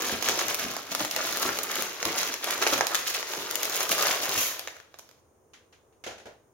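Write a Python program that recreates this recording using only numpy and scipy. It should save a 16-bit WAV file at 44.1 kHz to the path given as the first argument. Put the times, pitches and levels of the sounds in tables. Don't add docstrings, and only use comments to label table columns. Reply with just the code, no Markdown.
import sys
import numpy as np
from scipy import signal
from scipy.fft import rfft, irfft, next_fast_len
from scipy.io import wavfile
from scipy.ndimage import uniform_filter1d, map_coordinates

SR = 44100
rng = np.random.default_rng(int(sys.argv[2]) if len(sys.argv) > 2 else 0)


def digitize_waveform(pressure):
    field = np.atleast_2d(pressure).T
    bounded = np.clip(field, -1, 1)
    quanta = np.round(bounded * 32767).astype(np.int16)
    wavfile.write(sys.argv[1], SR, quanta)


N = 287973
TIME = np.arange(N) / SR
LAST_RUSH_S = 4.4


def amp(db):
    return 10 ** (np.asarray(db) / 20)


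def unit(x):
    return x / np.sqrt(np.mean(x ** 2) + 1e-20)


def unit_hit(x):
    return unit(x) * np.sqrt(.003 * SR / x.shape[-1])


def along(points, hz):
    f, values = np.transpose(points)
    return np.interp(np.log(hz + 1), np.log(f), values)


def wobble(rate):
    return map_coordinates(rng.standard_normal(int(N * rate / SR) + 4), [TIME * rate])


def coloured(x, points):
    half = next_fast_len(x.shape[-1] // 2 + 2048)
    cepstrum = irfft(np.log(amp(along(points, np.fft.rfftfreq(2 * half, 1 / SR)))))
    cepstrum[1:half] *= 2
    cepstrum[half + 1:] = 0
    return irfft(rfft(x, 2 * half) * np.exp(rfft(cepstrum)))[..., :x.shape[-1]]


def band(x, low_hz, high_hz):
    return signal.sosfilt(signal.butter(2, [low_hz, high_hz], 'band', fs=SR, output='sos'), x)


# f/Hz, likeness
EAR_LIKENESS = [(40, 0.65), (130, 0.75), (500, .7), (1200, 0.21), (3000, 0.11), (12000, .05)]
def diffuse(size):
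    turn = np.arccos(along(EAR_LIKENESS, np.fft.rfftfreq(size, 1 / SR))) / 2
    mid, side = irfft(rfft(rng.standard_normal((2, size))) * [np.cos(turn), np.sin(turn)], size)
    return np.array([mid + side, mid - side])


def grains(per_s, hz, spread, cycles, uneven_db, width, clump_db, size):
    count = int(per_s * N / SR)
    when, strength, phase = rng.random((3, count, 1))
    detune, skew, pan = rng.standard_normal((3, count, 1))
    pitch = np.minimum(hz * np.exp(spread * detune), SR / 2)
    turns = pitch * np.arange(size) / SR
    gain = amp(-uneven_db * np.log(np.maximum(1 - strength, .02))) * np.sqrt(pitch)
    fade = gain * np.exp(-turns / cycles)
    place = ((when * N).astype(int) + np.arange(size)).ravel()
    ears = [fade * amp(side * 2 * pan) * np.sin(2 * np.pi * (turns + phase) + side * skew)
            for side in (width, -width)]
    clicks = np.array([np.bincount(place, ear.ravel(), N + size)[:N] for ear in ears])
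    clicks *= amp(clump_db * wobble(130))
    power = np.abs(uniform_filter1d(np.mean(clicks ** 2, 0), size=1500))
    return clicks / np.sqrt(power + 1e-9)


def flurries(rows, rise_s, fade_s):
    out, t = np.zeros(N + SR), np.arange(SR // 2) / SR
    for s, held, db in rows:
        rise = 1 - np.exp(-t / rise_s)
        out[round(s * SR):][:len(t)] += rise * amp(db - 60 * np.maximum(t - held, 0) / fade_s)
    return out[:N]


# f/Hz, level/dB
STOVE_TONE = [(25, -19.5), (45, -13.5), (82, 1), (180, -9.5), (280, -5), (440, -0.5), (720, -9),
              (1110, -11.5), (1800, -22.5), (4200, -35), (6730, -25), (7900, -27.5), (9050, -15.5),
              (10600, -32), (15500, -25.5)]
def stove():
    return amp(-63 + .5 * wobble(4)) * unit(coloured(diffuse(N), STOVE_TONE))


# t/s, level/dB
HAND_EFFORT = [(0.0, -32), (0.52, -35), (0.75, -36.5), (0.97, -37), (1.1, -38), (1.35, -31.5),
               (1.72, -36.5), (1.82, -35.5), (2.07, -35.5), (2.17, -32.5), (2.48, -37), (2.64, -32),
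               (2.75, -35.5), (3.11, -38), (3.37, -37), (3.53, -35.5), (4.0, -31), (4.3, -31),
               (4.36, -30.5), (4.53, -40), (4.74, -55), (5.2, -72.5)]
# t/s, length/s, drop/dB
GRIP_PAUSES = [(0.2, .05, 6), (0.565, 0.047, 7.5), (0.846, .11, 8), (1.09, .05, 5.5), (1.63, 0.048, 1.5),
               (1.95, .1, 5.5), (2.39, .07, 10), (2.867, 0.064, 7), (3.25, .07, 4.5), (3.88, 0.016, 5),
               (4.2, .05, 2), (4.88, 0.12, 12)]
def hand_effort():
    slack_db = sum(drop * np.exp(-(2 * (TIME - s) / length) ** 2) for s, length, drop in GRIP_PAUSES)
    return amp(np.interp(TIME, *np.transpose(HAND_EFFORT), right=-120) - slack_db)


# t/s, hold/s, pasta level/dB, plastic level/dB, brightness/dB
BAG_SQUEEZES = [(0.005, 0.13, -38.5, -35.5, 3.5), (0.258, 0.016, -33.5, -29.5, -3.5),
                (0.287, 0.028, -36, -30, -2), (0.374, 0.044, -35, -33.5, 1.5), (0.482, .025, -32, -32, 1),
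                (0.585, 0.058, -37.5, -35, 0.5), (0.908, 0.0085, -38.5, -33.5, 2),
                (0.993, 0.02, -31.5, -30.5, 3), (1.108, .01, -48, -36, 2.5), (1.166, 0.041, -33, -35, -5),
                (1.24, .05, -41, -35, 4), (1.41, .08, -33.5, -36, 6.5), (1.69, 0.13, -37, -35.5, 0.5),
                (2.05, 0.028, -33, -35, 0.5), (2.15, 0.076, -38, -33.5, 2), (2.423, 0.014, -37, -35, -2.5),
                (2.464, 0.05, -33.5, -35, -2), (2.505, 0.021, -37, -32, 1.5), (2.615, 0.017, -27, -26, -3),
                (2.665, 0.02, -31, -28, 0.5), (2.722, .012, -26.5, -25.5, -0.5),
                (2.775, .01, -34, -33.5, 1), (2.808, .008, -32, -38, -2), (2.904, 0.019, -32.5, -40, -1),
                (2.946, 0.0076, -46, -27.5, -7), (3.064, 0.04, -42.5, -33, 1.5),
                (3.14, 0.038, -38.5, -33.5, -2.5), (3.29, .07, -43, -40.5, 2.5),
                (3.624, 0.0079, -42, -34.5, 4.5), (3.739, 0.088, -41, -34.5, 4.5),
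                (3.91, 0.01, -29.5, -24, 3), (3.978, .15, -31, -32, 1), (4.215, 0.028, -45, -33.5, 1.5),
                (4.319, 0.029, -45, -34, -1)]
def handling():
    steady = hand_effort()
    s, held, pasta_db, plastic_db, bright_db = np.transpose(BAG_SQUEEZES)
    pushed, crushed, crisp = [flurries(zip(s, held, db), rise_s=.0014, fade_s=.17)
                              for db in (pasta_db, plastic_db, plastic_db + bright_db)]
    lighten_db_per_s, brighten_db_per_s = 2, .46
    weight = amp(-18 + lighten_db_per_s * (TIME.mean() - TIME))
    shifting = weight * np.hypot(steady, amp(-5.5) * pushed)
    rattle = np.hypot(amp(-3.5) * steady, pushed)
    crinkle = np.hypot(amp(-2.5) * steady, crushed)
    fizz = amp(-8 + brighten_db_per_s * TIME) * np.hypot(amp(-2.5) * steady, crisp)
    return shifting, rattle, crinkle, fizz


# f/Hz, level/dB
TUBE_TONE = [(150, -26), (260, -13), (350, -2), (480, -0.5), (630, 0), (800, -3), (1200, 1), (1600, 1.5),
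             (2200, 0), (3200, -3), (6000, -35)]
def pasta_rattle(rattle):
    clacks = grains(per_s=1500, hz=1008, spread=.71, cycles=1, uneven_db=3.5,
                    width=.32, clump_db=.8, size=160)
    return amp(-1) * rattle * unit(coloured(clacks, TUBE_TONE))


def plastic_crinkle(crinkle, fizz):
    creases = grains(per_s=1700, hz=4160, spread=.44, cycles=.77, uneven_db=3.5,
                     width=.7, clump_db=.7, size=64)
    patches = grains(per_s=1700, hz=12400, spread=.24, cycles=.62, uneven_db=.5,
                     width=1, clump_db=3, size=32)
    crackling = amp(-1.94) * crinkle * unit(band(creases, 1600, 8000))
    fizzing = amp(2.5) * fizz * unit(band(patches, 6900, 19000))
    return amp(2.1 * wobble(45)) * (crackling + fizzing)


def pop(low_hz, high_hz, fade_s, width, jump):
    t = np.arange(SR // 40) / SR
    mid, side = rng.standard_normal((2, len(t))) * amp(-60 * t / fade_s)
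    mid[0] = jump
    return unit_hit(band(np.array([mid + width * side, mid - width * side]), low_hz, high_hz))


def small_creases(crinkle, per_s=11):
    count = int(per_s * LAST_RUSH_S)
    times = (np.arange(count) + rng.random(count)) / count * LAST_RUSH_S
    return [(s, 20 * np.log10(crinkle[int(s * SR)]) + 1.5 + 1.1 * size, 8.5 * bright, 4 * side)
            for s, (size, bright, side) in zip(times, rng.standard_normal((count, 3)))]


# t/s, level/dB, brightness/dB, left over right/dB
BIG_CREASES = [(0.0213, -25.5, 2, -0.5), (0.2253, -25.5, -1.5, -8), (0.2868, -19.5, -3, -2.5),
               (0.2949, -23, -0.5, 2), (0.392, -23.5, -7, -3.5), (0.4833, -25.5, 2.5, 6.5),
               (0.5451, -21.5, 2.5, -0.5), (0.5519, -28, 8.5, -5), (0.7662, -28, -4.5, -2.5),
               (0.9499, -21, -2, -0.5), (1.0494, -26.5, -3.5, 1), (1.1116, -26, 4.5, -3),
               (1.163, -21.5, -1, 0), (1.372, -24.5, 6.5, 0), (1.4293, -26.5, -5, 7),
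               (1.4905, -24, -10, 1.5), (1.588, -24, 0, -1.5), (1.6333, -26.5, 17, -9),
               (1.6374, -28.5, 16, -1.5), (1.7159, -27, 3, 0.5), (1.7562, -25, 3, 2.5),
               (1.8232, -24, 4, 5.5), (2.028, -24, -7, 1.5), (2.0531, -21, -1, 0), (2.2308, -23, -1.5, 0),
               (2.3404, -27, -1, 2), (2.443, -23, 2, 0.5), (2.5084, -25, 4.5, -6), (2.6246, -21, -7, -4),
               (2.6667, -18, -15.5, -1.5), (2.6738, -22, -3.5, -7), (2.809, -16, -11.5, 0),
               (2.869, -21, 2.5, -3.5), (2.9467, -20.5, -2, 9.5), (2.953, -24, -0.5, -9.5),
               (3.2281, -28.5, -9, 0.5), (3.3357, -28, -5, -0.5), (3.511, -24, 4.5, 2.5),
               (3.5557, -21, 5.5, 4), (3.6317, -21, 1.5, -1.5), (3.6536, -23.5, 4, -4), (3.6972, -27, 3, 2),
               (3.8063, -22.5, -3, 1), (3.8308, -23.5, 7.5, -2.5), (3.893, -23.5, 0, 0),
               (4.0258, -21, 1.5, 0), (4.069, -23, -4, -4.5), (4.2375, -28, 1, 5.5),
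               (4.2933, -25.5, 1.5, 3.5), (4.594, -28, 1, 2.5), (4.6743, -30, -7.5, -2.5),
               (4.6821, -36.5, -8.5, 4), (4.7657, -45, -15, -3.5), (4.8008, -44.5, -9, 4),
               (4.9421, -44.5, -11, -2), (4.9879, -42, 0.5, 1.5), (4.9932, -41, -1.5, -1),
               (5.0906, -52, -3, -9.5), (5.1124, -52.5, -2, 2)]
def snaps(crinkle):
    out = np.zeros((2, N + SR))
    for s, db, bright_db, pan_db in [*BIG_CREASES, *small_creases(crinkle)]:
        knock = amp(-4 - bright_db) * pop(500, 2200, fade_s=.008, width=.38, jump=2.8)
        crack = pop(2100, 7500, fade_s=.012, width=.91, jump=4.9)
        tick = amp(bright_db) * pop(7500, 16000, fade_s=.0055, width=1, jump=4.6)
        snap = amp(db + 1.5) * unit_hit(knock + crack + tick) * amp([[pan_db / 2], [-pan_db / 2]])
        out[:, round(s * SR):][:, :snap.shape[1]] += snap
    return out[:, :N]


# t/s, level/dB
LANDINGS = [(0.124, -34.5), (0.28, -36.5), (0.643, -34.5), (0.717, -47), (0.913, -38.5), (1.006, -34.5),
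            (1.451, -35), (1.78, -40.5), (2.057, -33), (2.725, -32.5), (2.78, -41.5), (3.373, -41.5),
            (3.901, -39), (4.074, -45), (4.286, -40), (4.369, -37.5)]
def pasta_thuds(shifting):
    landing = flurries([(s, 0, db) for s, db in LANDINGS], rise_s=.0023, fade_s=.16)
    bumps = grains(per_s=350, hz=320, spread=.37, cycles=.8, uneven_db=-.5,
                   width=.13, clump_db=1, size=512)
    thuds = amp(-2.5) * np.hypot(shifting, amp(5) * landing) * unit(band(bumps, 230, 470))
    puffs = np.hypot(amp(-6.5) * landing, amp(-10.5) * shifting) * unit(band(diffuse(N), 70, 210))
    return thuds + puffs


# f/Hz, level/dB
SLIDE_TONE = [(500, -18), (2600, 1.5), (4500, -3), (6500, 0), (9000, -3.5), (13000, 3.5), (15500, -2)]
def pasta_slide(rise_s=.031, fall_s=.074):
    t = TIME - LAST_RUSH_S
    swell = np.exp(-.5 * (t / np.where(t < 0, rise_s, fall_s)) ** 2)
    return swell * amp(-25.5 + 1.2 * wobble(120)) * unit(coloured(diffuse(N), SLIDE_TONE))


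# f/Hz, width/Hz, level/dB
PANEL_NOTES = [(100, 44, -6.5), (232, 86, -10), (506, 210, 2), (630, 92, -3.5), (1420, 240, -10)]
# f/Hz, level/dB
CLACK_TONE = [(200, -18), (700, -6.5), (1100, -5.5), (1520, -2), (1900, -2), (3200, -3), (4500, -8.5),
              (6800, -10), (9000, -14), (15000, -23)]
# t/s, clack level/dB, thud level/dB
WOOD_KNOCKS = [(5.535, -43.5, -70), (5.726, -50, -75), (5.925, -64.5, -80), (6.039, -33, -62),
               (6.064, -39.5, -29), (6.073, -35.5, -43.5), (6.107, -45.5, -39), (6.18, -46, -50),
               (6.2, -52, -47), (6.256, -55.5, -37.5), (6.268, -64, -40.5)]
def wood_knocks():
    out, size = np.zeros((2, N + SR)), SR // 2
    f = np.fft.rfftfreq(size, 1 / SR)
    ringing = sum(amp(db) * 1j * f * width / (hz * hz - f * f + 1j * f * width)
                  for hz, width, db in PANEL_NOTES)
    thud = unit_hit(irfft(ringing, size))
    clack = unit_hit(coloured(signal.unit_impulse(size), CLACK_TONE))
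    for s, clack_db, thud_db in WOOD_KNOCKS:
        knock = amp(clack_db) * clack + amp(thud_db) * thud
        early = amp(-4) * echoes(knock, delay_s=0, stretch=.18, size=4096)[:, :size]
        walls = echoes(knock, delay_s=.003, stretch=1, size=size)[:, :size]
        out[:, round(s * SR):][:, :size] += early + walls
    return out[:, :N]


# f/Hz, fade/s
KITCHEN_FADE = [(150, 0.38), (600, 0.37), (3500, 0.39), (9000, 0.28), (15000, 0.23)]
def echoes(x, delay_s, stretch, size):
    hz, t, noise = signal.stft(diffuse(size), SR, nperseg=256)
    fade_s = stretch * along(KITCHEN_FADE, hz)[:, None]
    tail = signal.istft(noise * amp(-60 * t / fade_s), SR, nperseg=256)[1]
    tail = np.pad(tail / np.linalg.norm(tail[0]), ((0, 0), (int(delay_s * SR), 0)))
    return signal.fftconvolve(np.atleast_2d(x), tail, axes=1)[:, :N]


def kitchen(x, size=20000):
    out = np.zeros((2, N + SR))
    for start in range(0, N, size):
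        piece = x[:, start:start + size]
        stove_top = amp(-10) * echoes(piece, delay_s=.001, stretch=.12, size=4096)
        room = amp(-6.5) * echoes(piece, delay_s=.006, stretch=1.31, size=20000)
        for echo in (stove_top, room):
            out[:, start:][:, :echo.shape[1]] += echo
    return out[:, :N]


def from_left(x, lead_s=.000068):
    size = next_fast_len(N + SR // 10)
    shift = np.pi * np.fft.rfftfreq(size, 1 / SR) * lead_s
    return irfft(rfft(x, size) * np.exp(1j * np.array([shift, -shift])), size)[:, :N]


def scene():
    shifting, rattle, crinkle, fizz = handling()
    bag = pasta_rattle(rattle) + plastic_crinkle(crinkle, fizz) + pasta_thuds(shifting)
    rustle = from_left(bag + pasta_slide())
    cracks = from_left(snaps(crinkle))
    return rustle + cracks + kitchen(rustle + amp(1) * cracks) + wood_knocks() + stove()


# f/Hz, level/dB
MICROPHONE_TONE = [(4800, -0.5), (6800, 5), (7400, -4.5), (8300, -6.5), (10000, -3.5), (12500, -2),
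                   (15500, -3.5)]
def record(dry):
    size, top_hz = next_fast_len(N + SR // 2), 15900
    spectrum = rfft(coloured(dry, MICROPHONE_TONE), size)
    return irfft(spectrum * (np.fft.rfftfreq(size, 1 / SR) < top_hz), size)[:, :N]


dry = scene()
out = record(dry)
digitize_waveform(out)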